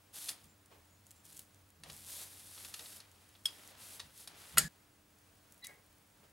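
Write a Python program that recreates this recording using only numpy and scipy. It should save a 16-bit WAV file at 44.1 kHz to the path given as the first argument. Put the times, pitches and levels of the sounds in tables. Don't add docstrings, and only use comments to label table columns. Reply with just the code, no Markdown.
import sys
import numpy as np
from scipy import signal
from scipy.fft import rfft, irfft, next_fast_len
from scipy.io import wavfile

SR = 44100
rng = np.random.default_rng(int(sys.argv[2]) if len(sys.argv) > 2 else 0)


def store_wav(level_fs):
    pcm = np.round(np.clip(np.atleast_2d(level_fs), -1, 1) * 32767)
    wavfile.write(sys.argv[1], SR, pcm.T.astype(np.int16))


N = 278712
TIME = np.arange(N) / SR

# (start [s], length [s], attack [s], level [dB], sputter share [0-1])
PASTE_SPURTS = [(0.121, 0.18, 0.035, -48, 0.25), (0.37, 0.083, .04, -69, .5), (1.025, .14, 0.048, -72, .7),
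                (1.228, 0.18, .03, -60, 0.57), (1.82, .25, .13, -57, 0.55), (2.022, 0.21, .11, -48.5, 0.1),
                (2.2, 0.507, 0.073, -56, 0.23), (2.495, 0.17, .08, -57, .2), (2.679, .29, .1, -54, .15),
                (3.0, 0.42, .04, -72.5, 0.4), (3.437, .27, 0.015, -62, 0.05), (3.74, 0.22, .1, -53.5, 0.14),
                (3.948, 0.36, 0.045, -69, .1), (4.109, 0.12, 0.086, -57, .1), (4.32, .21, .08, -59.5, 0.14)]
# (start [s], length [s], level [dB])
NOZZLE_DRAGS = [(0.265, 0.053, -61.5), (1.826, 0.056, -63), (1.9, 1.44, -73), (2.17, 0.047, -61.5),
                (2.55, 0.47, -67.5), (3.455, .585, -64.5), (4.195, 0.036, -70.5), (4.28, .29, -62.5)]
# (time [s], level [dB])
LARGE_POPS = [(0.442, -44), (0.659, -44), (1.0668, -41.5), (1.1074, -36.5), (1.1132, -37), (1.253, -39),
              (1.2894, -43), (1.3286, -37), (1.3688, -34.5), (1.376, -34), (1.3923, -27), (1.545, -46.5),
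              (1.703, -45.5), (1.93, -36), (2.1047, -30), (3.1148, -46), (3.2904, -45.5), (3.675, -36.5),
              (4.1766, -38), (5.1865, -48.5), (5.5223, -40), (5.6687, -26)]
# (time [s], level [dB], low edge [Hz], high edge [Hz], seating blow re click [dB])
LEVER_CLICKS = [(0.2859, -28.5, 2980, 13000, 4.5), (1.8354, -39, 150, 9000, -15),
                (1.899, -35.5, 250, 7100, -13), (2.577, -39.5, 600, 4500, -15),
                (2.6478, -35, 1500, 8050, -14), (2.7402, -28.5, 2400, 9500, -25),
                (2.7928, -34.5, 1200, 7000, -15), (2.858, -38.5, 1000, 5000, -13),
                (3.0024, -40, 2500, 9000, -15), (3.352, -47.5, 400, 4000, -8),
                (3.4552, -28, 1780, 14800, -5.5), (3.483, -40, 600, 4000, -4), (3.9956, -36, 450, 7900, 3),
                (4.2744, -34.5, 400, 11500, -15), (5.6404, -47, 2500, 16000, 11.5)]
# (time [s], level [dB], low-pass [Hz])
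SNAP_BLOWS = [(4.5714, -30.5, 12100), (4.5736, -6, 2110), (4.574, -25.5, 14000), (4.5799, -25, 12200),
              (4.5817, -7, 17000)]
# (frequency [Hz], level [dB], t60 [s])
FRAME_MODES = [(630, -27.5, 0.045), (1359, -11, 0.044), (1960, -11, 0.043), (2900, -13.5, 0.046),
               (4320, -16.5, .075), (4820, -14, 0.048), (5554, -19, 0.071), (6710, -15, 0.089),
               (7150, -7.5, 0.045), (7760, -14, 0.055), (8400, -12, .05), (8830, -7.5, 0.05),
               (9880, -9.5, 0.041), (11600, -14, .045)]
ROD_MODES = [(3280, -21, 0.032), (3370, -46, .15), (4830, -45.5, .17), (5280, -29, 0.037), (6260, -49, .07),
             (8180, -34.5, .04), (9980, -45, 0.045), (12600, -43, 0.046)]
# (time [s], level [dB], pitch [Hz], rise [s], t60 [s])
GUN_SQUEAKS = [(5.637, -52.5, 1994, 0.012, 0.39), (5.643, -46, 3930, 0.012, 0.068),
               (5.69, -58, 2180, 0.033, 0.31), (5.7, -63, 1636, 0.026, 0.27)]
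# (time [s], level [dB], pitch [Hz], half length [s])
AIR_WHISTLES = [(0.51, -68.5, 7290, .025), (0.945, -74, 6810, 0.05), (1.176, -70, 7330, .03)]
# (time [s], level [dB], t60 [s])
WORK_SHUFFLES = [(0.725, -61, 0.35), (1.875, -60.5, 0.24), (2.2, -71, 0.2), (2.82, -62, 0.35),
                 (3.72, -64, 0.13), (5.701, -62, 0.32), (6.245, -66, 0.23)]
# (time [s], level [dB], rise [s], t60 [s])
PANEL_BOOMS = [(0.455, -62, 0.018, 0.27), (1.35, -71, 0.068, .4), (1.92, -61, 0.095, 0.39),
               (4.05, -65.5, 0.028, 0.33), (4.56, -58, 0.045, .2), (4.591, -46, 0.021, .45),
               (4.642, -47, .014, 0.18)]
# (time [s], gain [dB])
FAN_GAIN = [(0.5, -1.5), (.9, 2.5), (3.1, 2), (4.6, -3.5), (6.32, -6)]
# (frequency [Hz], level [dB], pitch wander [Hz])
HUM_LINES = [(203, -84.5, 1.5), (299.5, -81, 1.16), (7700, -92.5, 54), (15625, -80.5, 25)]
# (frequency [Hz], relative density [dB])
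HISS_SPECTRUM = [(1500, -18), (2500, -11.5), (3500, -4.5), (4900, -4), (5600, -4.5), (6500, -4.5),
                 (7400, -3), (9000, -0.5), (11100, 0.5), (12500, -3.5), (14000, -9), (15800, -12.5)]
RUB_SPECTRUM = [(120, -1.5), (300, -1.5), (700, 0), (1100, -1), (1900, -1), (3100, -1.5), (5000, -5),
                (8000, -12), (14000, -33.5)]
POP_SPECTRUM = [(800, -25), (3000, -7), (5000, -3), (7500, 5.5), (11000, 2), (15500, -2)]
CLICK_SPECTRUM = [(200, -14), (800, -9.5), (2200, -3.5), (3600, 1.5), (5200, 0), (7500, -7.5), (10500, 5),
                  (15500, -15)]
CRACK_SPECTRUM = [(200, -12.5), (800, -16.5), (1500, -6.5), (3600, -1), (5000, 2), (6100, -10), (7200, 2.5),
                  (12300, 4.5), (14000, -1.5), (16000, -5.5)]
UNDERBODY_SPECTRUM = [(250, 1), (400, -13), (630, -1.5), (950, -9.5), (1750, 4), (2500, -5.5), (3800, -3.5),
                      (4800, 2), (6200, -5), (7000, 3), (9500, -2.5), (12500, -6), (15000, -20)]
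SHUFFLE_SPECTRUM = [(150, -27), (450, 5.5), (750, 4), (1400, -5), (3000, -7.5), (9000, -19.5)]
BOOM_SPECTRUM = [(48, -9), (60, 0), (85, -2), (120, -8), (163, 4.5), (190, -8), (215, -6), (260, -17),
                 (500, -23), (1200, -49)]
GLOVE_SPECTRUM = [(4000, -12.5), (7500, -7.5), (9700, -0.5), (11000, -4), (15000, -8.5)]
AIR_SPECTRUM = [(15, -42), (25, -12), (59, -8), (90, -5), (125, -6.5), (196, -8), (271, -12), (301, -9),
                (326, -15.5), (394, -12.5), (856, -15), (1180, -16), (4260, -22.5), (9520, -23),
                (15000, -27.5)]
# (frequency [Hz], side re mid [dB])
NEAR_WIDTH = [(110, -23), (380, -17.5), (1000, -14), (4400, -14), (8100, -16.5), (15000, -39)]
ROOM_WIDTH = [(110, -21.5), (200, -14.5), (380, -8.5), (1000, -4), (4400, -6.5), (8100, -13), (15000, -30)]

SMALL_POPS_PER_S, SMALL_POP_DB, SMALL_POP_SPREAD_DB = 6, -55, 2.5
SEAT_S, BOUNCE_S, BOUNCE_DB = .0046, .011, -12
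CATCH_S, RELEASE_S, RING_STOP_S, REGRIP_S = 3.4585, SNAP_BLOWS[-1][0], 4.683, 5.57
GARAGE_T60_S = 0.23
CUTOFF_HZ = 15850


def paste():
    smooth_power, sputter_power = np.zeros((2, N))
    for start_s, length_s, attack_s, db, share in PASTE_SPURTS:
        power = (from_db(db) * stroke(start_s, length_s, attack_s, t60_s=.18, rise_db=2)) ** 2
        smooth_power += (1 - share) * power
        sputter_power += share * power
    flutter = from_db(.8 * drift(35))
    smooth = np.sqrt(smooth_power) * stereo_noise(NEAR_WIDTH)
    sputter = np.sqrt(sputter_power) * crackle(per_s=1500, spread_db=5)
    hiss = colour(smooth + sputter, HISS_SPECTRUM)
    return flutter * (hiss + nozzle_rub(smooth_power + sputter_power))


def nozzle_rub(paste_power):
    power = from_db(-14.5) ** 2 * paste_power
    for start_s, length_s, db in NOZZLE_DRAGS:
        power += (from_db(db) * stroke(start_s, length_s, attack_s=.023, t60_s=.6, rise_db=-.5)) ** 2
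    friction = .95 * stereo_noise() + .65 * crackle(per_s=600, spread_db=4)
    return np.sqrt(power) * colour(friction, RUB_SPECTRUM)


def pops():
    pressed = (TIME > PASTE_SPURTS[0][0]) & (TIME < RELEASE_S)
    onsets = pressed & (rng.random(N) < SMALL_POPS_PER_S / SR)
    small = onsets * from_db(SMALL_POP_DB + SMALL_POP_SPREAD_DB * rng.standard_normal(N))
    bursts = signal.oaconvolve(small, pocket_burst())[:N]
    for time_s, db in LARGE_POPS:
        add(bursts, time_s + .0007, from_db(db) * pocket_burst())
    return colour(bursts, POP_SPECTRUM)


def pocket_burst():
    burst = .214 * rattle(t60_s=.017)
    burst[0] = 1.4
    return burst


def lever():
    knocks = np.zeros(N)
    for time_s, db, low_hz, high_hz, seat_db in LEVER_CLICKS:
        highpass = signal.butter(1, low_hz, "high", fs=SR)
        for delay_s, gain_db in (0, 0), (SEAT_S, seat_db), (SEAT_S + BOUNCE_S, seat_db + BOUNCE_DB):
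            contact = signal.lfilter(*highpass, rattle(t60_s=.036))
            add(knocks, time_s + delay_s, from_db(db + gain_db - 5) * soften(contact, high_hz))
    frame = sum(from_db(db) * ring(knocks, hz, t60_s=.012) for hz, db, _ in FRAME_MODES)
    return colour(knocks + .08 * frame, CLICK_SPECTRUM)


def rod_snap():
    blows, crack = np.zeros((2, N))
    for time_s, db, lowpass_hz in SNAP_BLOWS:
        add(blows, time_s, from_db(db) * soften(signal.unit_impulse(SR // 50), lowpass_hz))
        add(crack, time_s, from_db(db - 6) * soften(rattle(t60_s=.032), lowpass_hz))
    frame = sum((-1) ** k * from_db(db - 6.5) * ring(blows, hz, t60_s)
                for k, (hz, db, t60_s) in enumerate(FRAME_MODES))
    wash_gain = from_db(-34) * swell(RELEASE_S + .012, rise_s=.006, t60_s=.25)
    buzz_gain = from_db(-50) * swell(RELEASE_S + .078, rise_s=.027, t60_s=.36)
    wash = wash_gain * colour(stereo_noise(), UNDERBODY_SPECTRUM)
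    buzz = buzz_gain * tone(1700, waver=.025, shake=.42)
    return widen(colour(crack, CRACK_SPECTRUM) + frame) + wash + buzz


def rod_chirp():
    return sum(from_db(db) * swell(CATCH_S, .0019, t60_s) * tone(hz, waver=.00535, shake=.329)
               for hz, db, t60_s in ROD_MODES)


def squeaks():
    return sum(from_db(db) * swell(time_s, rise_s, t60_s) * tone(hz, waver=.03, shake=.31)
               for time_s, db, hz, rise_s, t60_s in GUN_SQUEAKS)


def whistles():
    return sum(from_db(db) * np.exp(-((TIME - time_s) / half_s) ** 2) * tone(hz, waver=.0118, shake=.5)
               for time_s, db, hz, half_s in AIR_WHISTLES)


def panel_booms():
    gain = sum(from_db(db) * swell(time_s, rise_s, t60_s) for time_s, db, rise_s, t60_s in PANEL_BOOMS)
    return gain * colour(stereo_noise(), BOOM_SPECTRUM)


def shuffles():
    gain = sum(from_db(db) * swell(time_s, .018, t60_s) for time_s, db, t60_s in WORK_SHUFFLES)
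    return gain * colour(stereo_noise(), SHUFFLE_SPECTRUM)


def glove():
    ticks = colour(crackle(per_s=290, spread_db=3.5), GLOVE_SPECTRUM)
    stretch = from_db(-81.5) + from_db(-75) * swell(REGRIP_S, rise_s=.09, t60_s=3.2)
    return stretch * widen(ticks)


def garage(x, wet_db):
    t = np.arange(SR // 2) / SR
    build_up = 1 - np.exp(-t / .0054)
    tail = stereo_noise(size=len(t)) * np.exp(-np.log(1000) * t / GARAGE_T60_S) * build_up
    tail /= np.sqrt(np.sum(tail ** 2) / 2)
    return widen(x) + from_db(wet_db) * signal.fftconvolve(x[None], tail, axes=1)[:, :N]


def fan():
    gain_db = np.interp(TIME, *np.transpose(FAN_GAIN)) + 1.1 * drift(7)
    return from_db(gain_db) * hum_line(hz=93.5, db=-72.5, wander_hz=7.7)


def room_tone():
    air = from_db(-68) * colour(stereo_noise(), AIR_SPECTRUM)
    hum = sum(hum_line(*line) for line in HUM_LINES)
    return (air + hum) * from_db(.67 * drift(2.2))


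def hum_line(hz, db, wander_hz):
    phase = 2 * np.pi * np.cumsum(hz + wander_hz * drift(3 * wander_hz)) / SR
    return from_db(db) * np.sqrt(2) * np.sin(phase)


def tone(hz, waver, shake):
    phase = 2 * np.pi * hz * np.cumsum(1 + waver * drift(200)) / SR
    return np.sin(phase) * (1 + shake * drift(120))


def rattle(t60_s):
    t = np.arange(SR // 5) / SR
    return rng.standard_normal(len(t)) * np.exp(-np.log(1000) * t / t60_s)


def crackle(per_s, spread_db):
    sizes = from_db(spread_db * np.minimum(rng.exponential(1, N), 4)) * rng.choice([-1, 1], N)
    return rms_one(sizes * (rng.random(N) < per_s / SR))


def stereo_noise(width=ROOM_WIDTH, size=N):
    mid, side = rfft(rng.standard_normal((2, size)))
    side_gain = from_db(at_hz(width, np.linspace(0, SR / 2, len(mid))))
    return irfft(mid + side_gain * side * [[1], [-1]], size)


def drift(rate_hz):
    step = 24
    coarse = rng.standard_normal(next_fast_len(N // step + 2))
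    hz = np.fft.rfftfreq(len(coarse), step / SR)
    slow = rms_one(irfft(rfft(coarse) / (1 + (hz / rate_hz) ** 2), len(coarse)))
    return np.interp(np.arange(N) / step, np.arange(len(slow)), slow)


def stroke(start_s, length_s, attack_s, t60_s, rise_db):
    t = TIME - start_s
    opening = np.sin(np.pi / 2 * np.clip(t / attack_s, 0, 1)) ** 2
    held_db = rise_db * (np.clip(t / length_s, 0, 1) - .5)
    decay_db = 60 * np.clip((t - length_s) / t60_s, 0, 2)
    return opening * from_db(held_db - decay_db)


def swell(peak_s, rise_s, t60_s):
    t = TIME - peak_s
    exponent = np.where(t < 0, (t / rise_s) ** 2, np.log(1000) * t / t60_s)
    return np.exp(-np.minimum(exponent, 40))


def ring(x, hz, t60_s):
    radius, angle = from_db(-60 / (t60_s * SR)), 2 * np.pi * hz / SR
    return signal.lfilter([0, np.sin(angle)], [1, -2 * radius * np.cos(angle), radius ** 2], x + 1e-18)


def soften(x, hz):
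    return signal.sosfilt(signal.butter(2, min(hz, .45 * SR), fs=SR, output="sos"), x)


def colour(x, spectrum):
    size = 8192
    hz = np.fft.rfftfreq(size, 1 / SR)
    gain = rms_one(from_db(at_hz(spectrum, hz)) * np.clip(hz / spectrum[0][0], .03, 1) ** 2)
    cepstrum = irfft(np.log(gain))
    cepstrum[1:size // 2] *= 2
    cepstrum[size // 2 + 1:] = 0
    response = irfft(np.exp(rfft(cepstrum)))
    return signal.oaconvolve(np.atleast_2d(x), response[None], axes=1)[:, :N].reshape(np.shape(x))


def widen(x):
    taps = 256
    hz = np.linspace(0, SR / 2, taps // 2 + 1)
    ripple = np.sqrt(2) * np.cos(np.cumsum(rng.normal(0, .5, len(hz))))
    scatter = irfft(1j * from_db(at_hz(NEAR_WIDTH, hz)) * ripple)
    side = signal.fftconvolve(x, np.fft.fftshift(scatter))[taps // 2:taps // 2 + len(x)]
    return x + side * [[1], [-1]]


def add(track, time_s, sound):
    at = round(time_s * SR)
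    track[at:at + len(sound)] += sound[:N - at]


def at_hz(points, hz):
    known_hz, values = np.transpose(points)
    return np.interp(np.log(hz + 1e-3), np.log(known_hz), values)


def from_db(db):
    return np.exp(np.asarray(db) * (np.log(10) / 20))


def rms_one(x):
    return x / np.sqrt(np.mean(x ** 2) + 1e-20)


def scene():
    ring_gate = np.clip((RING_STOP_S - TIME) / .0019, 0, 1)
    handling = shuffles() + panel_booms() * ring_gate
    ticks = garage(pops(), wet_db=-16) + garage(lever(), wet_db=-11.5)
    squeals = garage(rod_chirp() + squeaks() + whistles(), wet_db=-17)
    gun = paste() + glove() + ticks + squeals + rod_snap() * ring_gate
    return gun * from_db([[.4], [-.4]]) + handling + room_tone() + fan()


def record(dry):
    ceiling = .55
    rounded = ceiling * np.tanh(dry / ceiling)
    return signal.sosfilt(signal.ellip(12, .1, 80, CUTOFF_HZ, fs=SR, output="sos"), rounded)


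dry = scene()
out = record(dry)
store_wav(out)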